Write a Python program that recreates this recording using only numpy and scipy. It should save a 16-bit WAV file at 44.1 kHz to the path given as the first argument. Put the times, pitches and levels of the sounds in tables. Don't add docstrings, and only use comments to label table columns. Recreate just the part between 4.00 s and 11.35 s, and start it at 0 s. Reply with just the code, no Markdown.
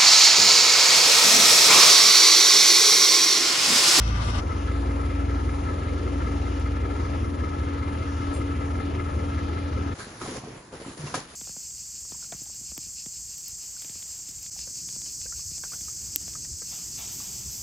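import sys
import numpy as np
from scipy import signal
from scipy.fft import rfft, irfft, next_fast_len
from scipy.io import wavfile
from scipy.ndimage import uniform_filter1d

SR = 44100
rng = np.random.default_rng(int(sys.argv[2]) if len(sys.argv) > 2 else 0)


def log_audio(samples):
    frames = np.atleast_2d(samples).T
    limited = np.clip(frames, -1, 1)
    pcm = np.round(limited * 32767).astype(np.int16)
    wavfile.write(sys.argv[1], SR, pcm)


N = 324267

# multiple of the firing rate, rms level in dB.
CRANE_HARMONICS = [(1, -51), (2, -26.5), (3, -29), (4, -35), (6, -45), (10, -48.5)]
# centre in Hz, width in Hz, level in dB.
CRANE_WHINE = [(770, 60, -55), (983, 40, -50), (1183, 22, -45), (1312, 30, -54), (1466, 30, -52),
               (1990, 40, -53), (2090, 30, -54), (2142, 30, -54), (2250, 30, -60), (2480, 30, -58),
               (2614, 28, -55), (2780, 28, -58), (3080, 120, -53), (3360, 250, -54.5), (3751, 40, -56),
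               (4340, 100, -59), (6190, 270, -61), (5590, 770, -56)]
# frequency in Hz, relative density in dB.
CRANE_ROAR = [(15, -36), (25, -12), (81, -2.5), (162, -15.5), (270, -10), (396, -18.5), (1070, -21.5),
              (1190, -17), (1700, -25.5), (2310, -35), (2700, -30), (4110, -33), (5810, -33),
              (6800, -48), (8000, -30), (10200, -45), (11300, -47), (14700, -89), (22000, -120)]
CRANE_FIRING_HZ, CRANE_ROAR_DB = 28.14, -30.5
# frequency in Hz, likeness from -1 to 1, left minus right in dB.
CRANE_PORTS = [(200, 1, 0), (500, 0.17, 4.5), (1210, -0.48, 6), (2300, 0.24, -0.5), (5970, -0.065, 14),
               (10000, 0.38, 0)]
SITE_PORTS = [(60, .97, .3), (130, .85, .7), (300, .65, 2), (620, .55, 4.8), (1200, .7, 3.6), (2200, .7, 1),
              (4000, .45, 4.3), (6500, .5, 3.3), (10000, .78, 0)]
RUBBLE_PORTS = [(130, 1, -0.5), (268, 1, 0.5), (570, 0.48, -1), (1215, 0.37, 0), (2490, 0.17, 0),
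                (5400, 0.2, 1.5), (10700, 0.83, -0.5)]

# multiple of the cycle rate, rms level in dB.
CYCLE_TONES = [(10, -52), (12, -45), (13, -47), (14, -42.5), (15, -42.5), (16, -31), (17, -43), (19, -54),
               (20, -40), (21, -48), (24, -45), (25, -57), (28, -48.5), (32, -59), (40, -54), (47, -51),
               (48, -52), (49, -55), (60, -60), (62, -58), (66, -53), (67, -55), (72, -55), (78, -60),
               (92, -53), (104, -59)]
CYCLE_HZ, CYCLE_START = 5.136, .655
PIPE_LAG = .93
# centre in Hz, width in Hz, relative rattle in dB, lag in seconds,
# then the relative knock in dB from each of the four cylinders.
BLOCK_MODES = [(464, 320, -7, 0.00598, -4.5, -7, -14, -12), (868, 220, -5.5, .012, -17, -9.5, -10, -18),
               (1190, 42, -14, 0.0082, -19, -19, -22, -22), (1257, 48, -9.5, 0, -11, -23, -14, -22),
               (1302, 40, -4, 0, -24, -22, -20, -24), (1285, 134, -2, -.001, -0.5, -13, -5.5, -11.5),
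               (1347, 40, -9.5, 0, -22, -24, -16, -22), (1695, 175, -5.5, 0.002, -19, -30, -20, -21.5),
               (2073, 266, -8, 0.0019, -8.5, -15, -20, -14),
               (2363, 260, -15.5, .004, -18, -18.5, -22, -18.5),
               (2780, 1200, -14, 0.006, -20, -20, -25, -15)]
# delay in seconds, gain in dB.
FIRING_TRAIN = [(-.012, -8), (0, 0), (.0095, -9), (.019, -11)]
CYLINDER_LAG_S, FIRING_JITTER_S, FIRING_SCATTER_DB = [-.002, -.005, -.004, -.005], .0006, 1.2
BLOW_DB, BLOW_WIDTH_HZ = -12, 170
BURST_DB, BURST_DECAY_S, RATTLE_DB = -43, .007, -48.5
# time in seconds, pitch in Hz, rms level in dB.
MACHINE_GLIDE = [(.4, 60.2, -30), (2.3, 60, -30.5), (2.6, 60, -33.5), (2.95, 61, -34.5), (3.45, 67, -36),
                 (4, 68, -36), (5.95, 68.5, -37.5)]
# time in seconds, load from 0 to 1.
PUMP_LOAD = [(.4, 0), (.6, 0.06), (.75, 0.83), (1.15, 0.93), (1.75, 0.34), (2.35, 0.83), (2.95, 0.24),
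             (3.6, 0.49), (4.25, 1), (5, 0.45), (5.95, 0.39)]
PUMP_HZ, PUMP_DB, PUMP_SAG_HZ, PUMP_RISE_DB = 284, -41.5, 2.6, 7
THROB_DEPTH, THROB_LAG = .31, .39
# frequency in Hz, relative density in dB.
SITE_ROAR = [(15, -30), (30, -15.5), (50, -12.5), (75, -12.5), (120, -17.5), (190, -19), (290, -14.5),
             (500, -20), (700, -25), (1100, -24.5), (1520, -42), (1850, -36.5), (2500, -36), (4000, -43.5),
             (6500, -46), (7500, -52), (9500, -48), (10800, -56)]
SITE_ROAR_DB, RIGHT_LAG_S = -34.5, .00057
# start in seconds, decay in seconds, gain in dB.
TICK = (2.598, .003, -39.5)
# start in seconds, length in seconds, gain in dB.
AIR_VALVE = (4.328, .06, -49.5)
# centre in Hz, width in Hz, gain in dB.
VALVE_BANDS = [(5000, 300, -13), (6500, 300, -10), (7500, 200, -5), (8880, 250, 9), (10600, 400, -4)]

# start in seconds, length in seconds,
# crunch of coarse pieces in dB, rustle of grit and cloth in dB.
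SHIFTS = [(5.94, 0.32, -47.5, -46.5), (5.981, 0.026, -41.5, -38.5), (6.203, 0.17, -38.5, -41),
          (6.412, 0.17, -45, -53), (6.715, 0.049, -41.5, -48), (6.793, 0.13, -44, -47.5),
          (6.965, 0.22, -43, -45.5), (7.054, 0.046, -55, -43.5), (7.137, 0.013, -36, -30),
          (7.278, 0.078, -66, -48)]
SHIFT_ATTACK_S, SHIFT_RELEASE_S = .013, .041
STILL_CRUNCH_DB, STILL_RUSTLE_DB = -49.5, -53
# frequency in Hz, relative density in dB.
CRUNCH_SPECTRUM = [(15, -60), (25, -13), (102, -5), (134, -2), (168, -6), (417, -6.5), (450, -8.5),
                   (2500, -22.5), (3250, -27), (5500, -120)]
RUSTLE_SPECTRUM = [(500, -27), (900, -5), (1900, -8.5), (2500, -14), (5000, -11.5), (7200, -12.5),
                   (9300, -12), (11000, -15.5)]
# start in seconds, peak in dB, focus of the blow in Hz,
# its spread in octaves, factor on the ring time.
KNOCKS = [(6.002, -34, 1600, 0.24, 2), (6.069, -30.5, 300, 0.69, 0.67), (6.2135, -28, 1250, 0.2, 0.57),
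          (6.219, -27, 330, 0.24, 0.57), (6.232, -37, 1250, 0.23, .8), (6.238, -40, 250, 0.44, 0.77),
          (6.259, -33, 890, .3, 0.62), (6.279, -28, 330, 0.5, 1.1), (6.288, -27, 260, 0.22, 1.2),
          (6.307, -33, 306, 0.76, 2), (6.356, -31, 484, 0.44, 1.7), (6.377, -31, 260, .5, .7),
          (6.438, -35, 866, 0.28, .6), (6.436, -31, 220, 0.68, 0.94), (6.474, -32.5, 420, 0.18, 1.2),
          (6.505, -34, 300, 0.49, 0.64), (6.521, -42, 220, .4, .7), (6.536, -36, 220, 0.37, 0.76),
          (6.727, -34.5, 457, 0.23, 2), (6.746, -33, 330, 0.28, 0.59), (6.8, -35, 330, .5, .7),
          (6.815, -30.5, 400, 0.42, 0.76), (6.847, -37, 1150, 0.34, 1.4), (6.863, -30, 281, 0.51, 0.95),
          (6.881, -28.5, 280, 0.32, 1.1), (6.913, -43, 400, 0.48, 0.46), (6.993, -32.5, 145, 0.21, 4.6),
          (7.04, -28, 203, 0.56, 0.82), (7.07, -35, 1100, 0.25, 1.9), (7.071, -39.5, 2600, 0.16, 1.2),
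          (7.14, -15.5, 1010, 0.7, 1.24), (7.147, -31, 262, 0.36, 1.7), (7.167, -31, 500, 0.58, 1.9)]
# frequency in Hz, relative level in dB, seconds to fall by 60 dB.
DEBRIS_MODES = [(61, -12, .1), (145.3, 5, 0.075), (203, 1, 0.072), (267, 11, 0.028), (347, 2, 0.051),
                (437, 5, 0.045), (521, 7, 0.04), (740, 2.5, 0.049), (1040, 4, 0.035), (1283, 2.5, 0.043),
                (1600, -4, 0.066), (2290, -1, 0.095), (2730, 0, 0.075), (3800, -15, .04)]
KNOCK_WINDOW_S, GRIT_DECAY_S, GRIT_DB = .4, .028, -11.5

CUT_S, BLEND_S = (.385, 5.936), (.03, .008)
GAP_HZ, GAP_DB, TOP_HZ = (7700, 9025), -21.5, 11000


def undb(db):
    return 10 ** (np.asarray(db) / 20)


def level(x, db):
    return x * undb(db) / np.sqrt(np.mean(x ** 2))


def walk(n, rate):
    hold = int(SR / rate)
    steps = np.repeat(rng.standard_normal(n // hold + 1), hold)
    return 1.3 * uniform_filter1d(uniform_filter1d(steps, hold), hold)[:n]


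def ring(x, hz, width_hz):
    return signal.lfilter(*signal.iirpeak(hz, hz / width_hz, fs=SR), x)


def body(x, modes):
    return sum(undb(db) * np.sqrt(SR / w) * ring(ring(x, hz, w), hz, w) for hz, w, db in modes)


def tone(hz, db):
    return np.sqrt(2) * undb(db) * np.sin(2 * np.pi * (np.cumsum(hz) / SR + rng.random()))


def noise(n, spectrum, flicker_db, rate, grain_db=0.):
    size = next_fast_len(n)
    octave = np.log2(np.arange(1, size // 2 + 2) * SR / size)
    hz, db = np.transpose(spectrum)
    grains = undb(grain_db * np.repeat(rng.exponential(size=size // 40 + 1), 40)[:size])
    coloured = rfft(grains * rng.standard_normal((3, size))) * undb(np.interp(octave, np.log2(hz), db))
    out, swell_db = 0, .5 * walk(n, 6)
    for centre in np.arange(4, 14, .5):
        band = np.cos(np.pi * np.clip(octave - centre, -.5, .5)) ** 2
        out = out + irfft(coloured * band, size)[:, :n] * undb(swell_db + flicker_db * walk(n, rate))
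    return level(out, 0)


def ports(shared, table, lag_s=0., own=None):
    n = len(shared)
    f = np.arange(1, n // 2 + 2) * SR / n
    hz, likeness, pan_db = np.transpose(table)
    likeness = np.interp(np.log(f), np.log(hz), likeness)
    pan_db = np.interp(np.log(f), np.log(hz), pan_db)
    lag_cycles = np.minimum(f * lag_s * f ** 2 / (f ** 2 + 350 ** 2), 1)
    pair = rfft(shared) * np.array([np.ones_like(f), np.exp(-2j * np.pi * lag_cycles)])
    if own is not None:
        pair[1] *= np.sign(likeness)
        pair = np.sqrt(abs(likeness)) * pair + np.sqrt(1 - abs(likeness)) * rfft(own)
    return irfft(pair * undb(np.array([pan_db, -pan_db]) / 2), n)


def beside_crane(n):
    firing_hz = np.full(n, CRANE_FIRING_HZ)
    drone = sum(tone(k * firing_hz, db + 1.3 * walk(n, 10.6)) for k, db in CRANE_HARMONICS)
    roar = undb(CRANE_ROAR_DB) * noise(n, CRANE_ROAR, flicker_db=2, rate=25.7)
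    whine = body(rng.standard_normal((3, n)), CRANE_WHINE)
    wide = (roar + whine) * undb(1.5 * walk(n, 60))
    return drone + ports(wide[0], CRANE_PORTS, own=wide[1:])


def exhaust_and_machinery(t):
    cycle_hz = CYCLE_HZ * (1 + .001 * walk(len(t), 2))
    phase = 2 * np.pi * (np.cumsum(cycle_hz) / SR + t[0] * CYCLE_HZ - CYCLE_START - PIPE_LAG)
    out = 0
    for k, db in CYCLE_TONES:
        wave, waver_db = (np.cos, .4) if k == 16 else (np.sin, 1.5)
        out = out + np.sqrt(2) * undb(db + waver_db * walk(len(t), 3)) * wave(k * phase)
    return out


def diesel_firings(t):
    n = len(t)
    firing = 4 * (t * CYCLE_HZ - CYCLE_START)
    index = np.arange(int(firing[0]) + 1, int(firing[-1]) - 1)
    cylinder = index % 4
    jitter, scatter = rng.standard_normal((len(index), 2)).T
    fired_s = (index / 4 + CYCLE_START) / CYCLE_HZ - t[0]
    fired_s += np.array(CYLINDER_LAG_S)[cylinder] + FIRING_JITTER_S * jitter
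    hiss, clatter = rng.standard_normal((2, 3, n))
    clatter *= undb(RATTLE_DB + 2.7 * walk(n, 70))
    fade = np.exp(-1 / (BURST_DECAY_S * SR))
    block = 0
    for hz, width_hz, rattle_db, lag_s, *knock_db in BLOCK_MODES:
        strength = undb(np.array(knock_db)[cylinder] + FIRING_SCATTER_DB * scatter)
        blows = np.zeros(n)
        blows[((fired_s + lag_s) * SR).astype(int)] = strength
        train = sum(undb(db) * np.roll(blows, int(delay_s * SR)) for delay_s, db in FIRING_TRAIN)
        push = undb(BLOW_DB) * ring(ring(train, hz, BLOW_WIDTH_HZ), hz, BLOW_WIDTH_HZ)
        burst = undb(BURST_DB) * signal.lfilter([0, 1 - fade], [1, -2 * fade, fade ** 2], train)
        block = block + body(push + burst * hiss + undb(rattle_db) * clatter, [(hz, width_hz, 0)])
    gas = ring(rng.standard_normal((3, n)), hz=3840, width_hz=3300)
    puffs = (1 + np.cos(2 * np.pi * (firing - .2))) * gas
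    return block + level(puffs, db=-58)


def second_machine(t):
    times, hz, db = np.transpose(MACHINE_GLIDE)
    waver_db = 2.2 * walk(len(t), 4.05)
    return tone(np.interp(t, times, hz), np.interp(t, times, db) + waver_db)


def pump(t):
    load = np.interp(t, *np.transpose(PUMP_LOAD))
    throb = 1 + THROB_DEPTH * np.cos(2 * np.pi * (t * CYCLE_HZ - CYCLE_START - THROB_LAG))
    return throb * tone(PUMP_HZ - PUMP_SAG_HZ * load, PUMP_DB + PUMP_RISE_DB * load + walk(len(t), 12))


def tick(t):
    start, decay, db = TICK
    envelope = undb(db) * (t > start) * np.exp(-np.clip(t - start, 0, None) / decay)
    return envelope * ring(rng.standard_normal((3, len(t))), hz=7300, width_hz=9200)


def air_valve(t):
    start, length, db = AIR_VALVE
    age = np.clip(t - start, 0, None) / length
    envelope = undb(db) * np.tanh(8 * age) * np.exp(-age ** 2)
    return body(envelope * rng.standard_normal((3, len(t))), VALVE_BANDS)


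def further_off(t):
    cycle_tones, firings = exhaust_and_machinery(t), diesel_firings(t)
    tones = cycle_tones + second_machine(t) + pump(t)
    wide = firings + air_valve(t) + tick(t)
    wide += undb(SITE_ROAR_DB) * noise(len(t), SITE_ROAR, flicker_db=2, rate=10)
    return ports(tones, SITE_PORTS, RIGHT_LAG_S) + ports(wide[0], SITE_PORTS, RIGHT_LAG_S, own=wide[1:])


def shifting_debris(t):
    start, length, crunch_db, rustle_db = np.transpose(SHIFTS)[:, :, None]
    attack = np.clip((t - start) / SHIFT_ATTACK_S, 0, 1)
    release = np.exp(-np.clip(t - start - length, 0, None) / SHIFT_RELEASE_S)

    def envelope(db, still_db):
        return np.sqrt(((undb(db) * attack * release) ** 2).sum(axis=0) + undb(still_db) ** 2)

    crunch = noise(len(t), CRUNCH_SPECTRUM, flicker_db=1.5, rate=23, grain_db=1.6)
    rustle = noise(len(t), RUSTLE_SPECTRUM, flicker_db=2.05, rate=14.64, grain_db=1.5)
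    return envelope(crunch_db, STILL_CRUNCH_DB) * crunch + envelope(rustle_db, STILL_RUSTLE_DB) * rustle


def knocking_pieces(t):
    hz, db, t60 = np.transpose(DEBRIS_MODES)[:, :, None]
    rings, grit_power = np.zeros((2, len(t)))
    for start, peak_db, focus_hz, octaves, ring_scale in KNOCKS:
        active = (t > start) & (t < start + KNOCK_WINDOW_S)
        age = t[active] - start
        tune = 1 + .021 * rng.standard_normal(hz.shape)
        gains = undb(db) * np.exp(-.5 * (np.log2(hz / focus_hz) / octaves) ** 2)
        modes = gains * undb(-60 * age / (ring_scale * t60)) * np.sin(2 * np.pi * hz * tune * age)
        contact = 1 - np.exp(-age * focus_hz / 1.4)
        knock = modes.sum(axis=0) * contact
        rings[active] += undb(peak_db) * knock / abs(knock).max()
        grit_power[active] += (undb(peak_db + GRIT_DB) * contact * np.exp(-age / GRIT_DECAY_S)) ** 2
    grit = np.sqrt(grit_power) * ring(rng.standard_normal((3, len(t))), hz=1200, width_hz=4900)
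    return rings, grit


def among_rubble(t):
    shifting = shifting_debris(t)
    rings, grit = knocking_pieces(t)
    wide = shifting + grit
    return rings + ports(wide[0], RUBBLE_PORTS, own=wide[1:])


def scene():
    t = np.arange(N) / SR
    cuts = list(zip(CUT_S, BLEND_S))
    site_start, rubble_start = (int(s * SR) for s, blend in cuts)
    crane_end, site_end = (int((s + blend) * SR) for s, blend in cuts)
    first_fade, second_fade = (np.pi / 2 * np.clip((t - s) / blend, 0, 1) for s, blend in cuts)
    site = slice(site_start, site_end)
    out = np.zeros((2, N))
    out[:, :crane_end] += np.cos(first_fade[:crane_end]) * beside_crane(crane_end)
    out[:, site] += np.sin(first_fade[site]) * np.cos(second_fade[site]) * further_off(t[site])
    out[:, rubble_start:] += np.sin(second_fade[rubble_start:]) * among_rubble(t[rubble_start:])
    return out


def record(dry):
    gap_band = signal.sosfiltfilt(signal.butter(4, GAP_HZ, "bandpass", fs=SR, output="sos"), dry)
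    top_cut = signal.ellip(10, .2, 80, TOP_HZ, fs=SR, output="sos")
    return signal.sosfilt(top_cut, dry - (1 - undb(GAP_DB)) * gap_band)


dry = scene()
out = record(dry)
log_audio(out)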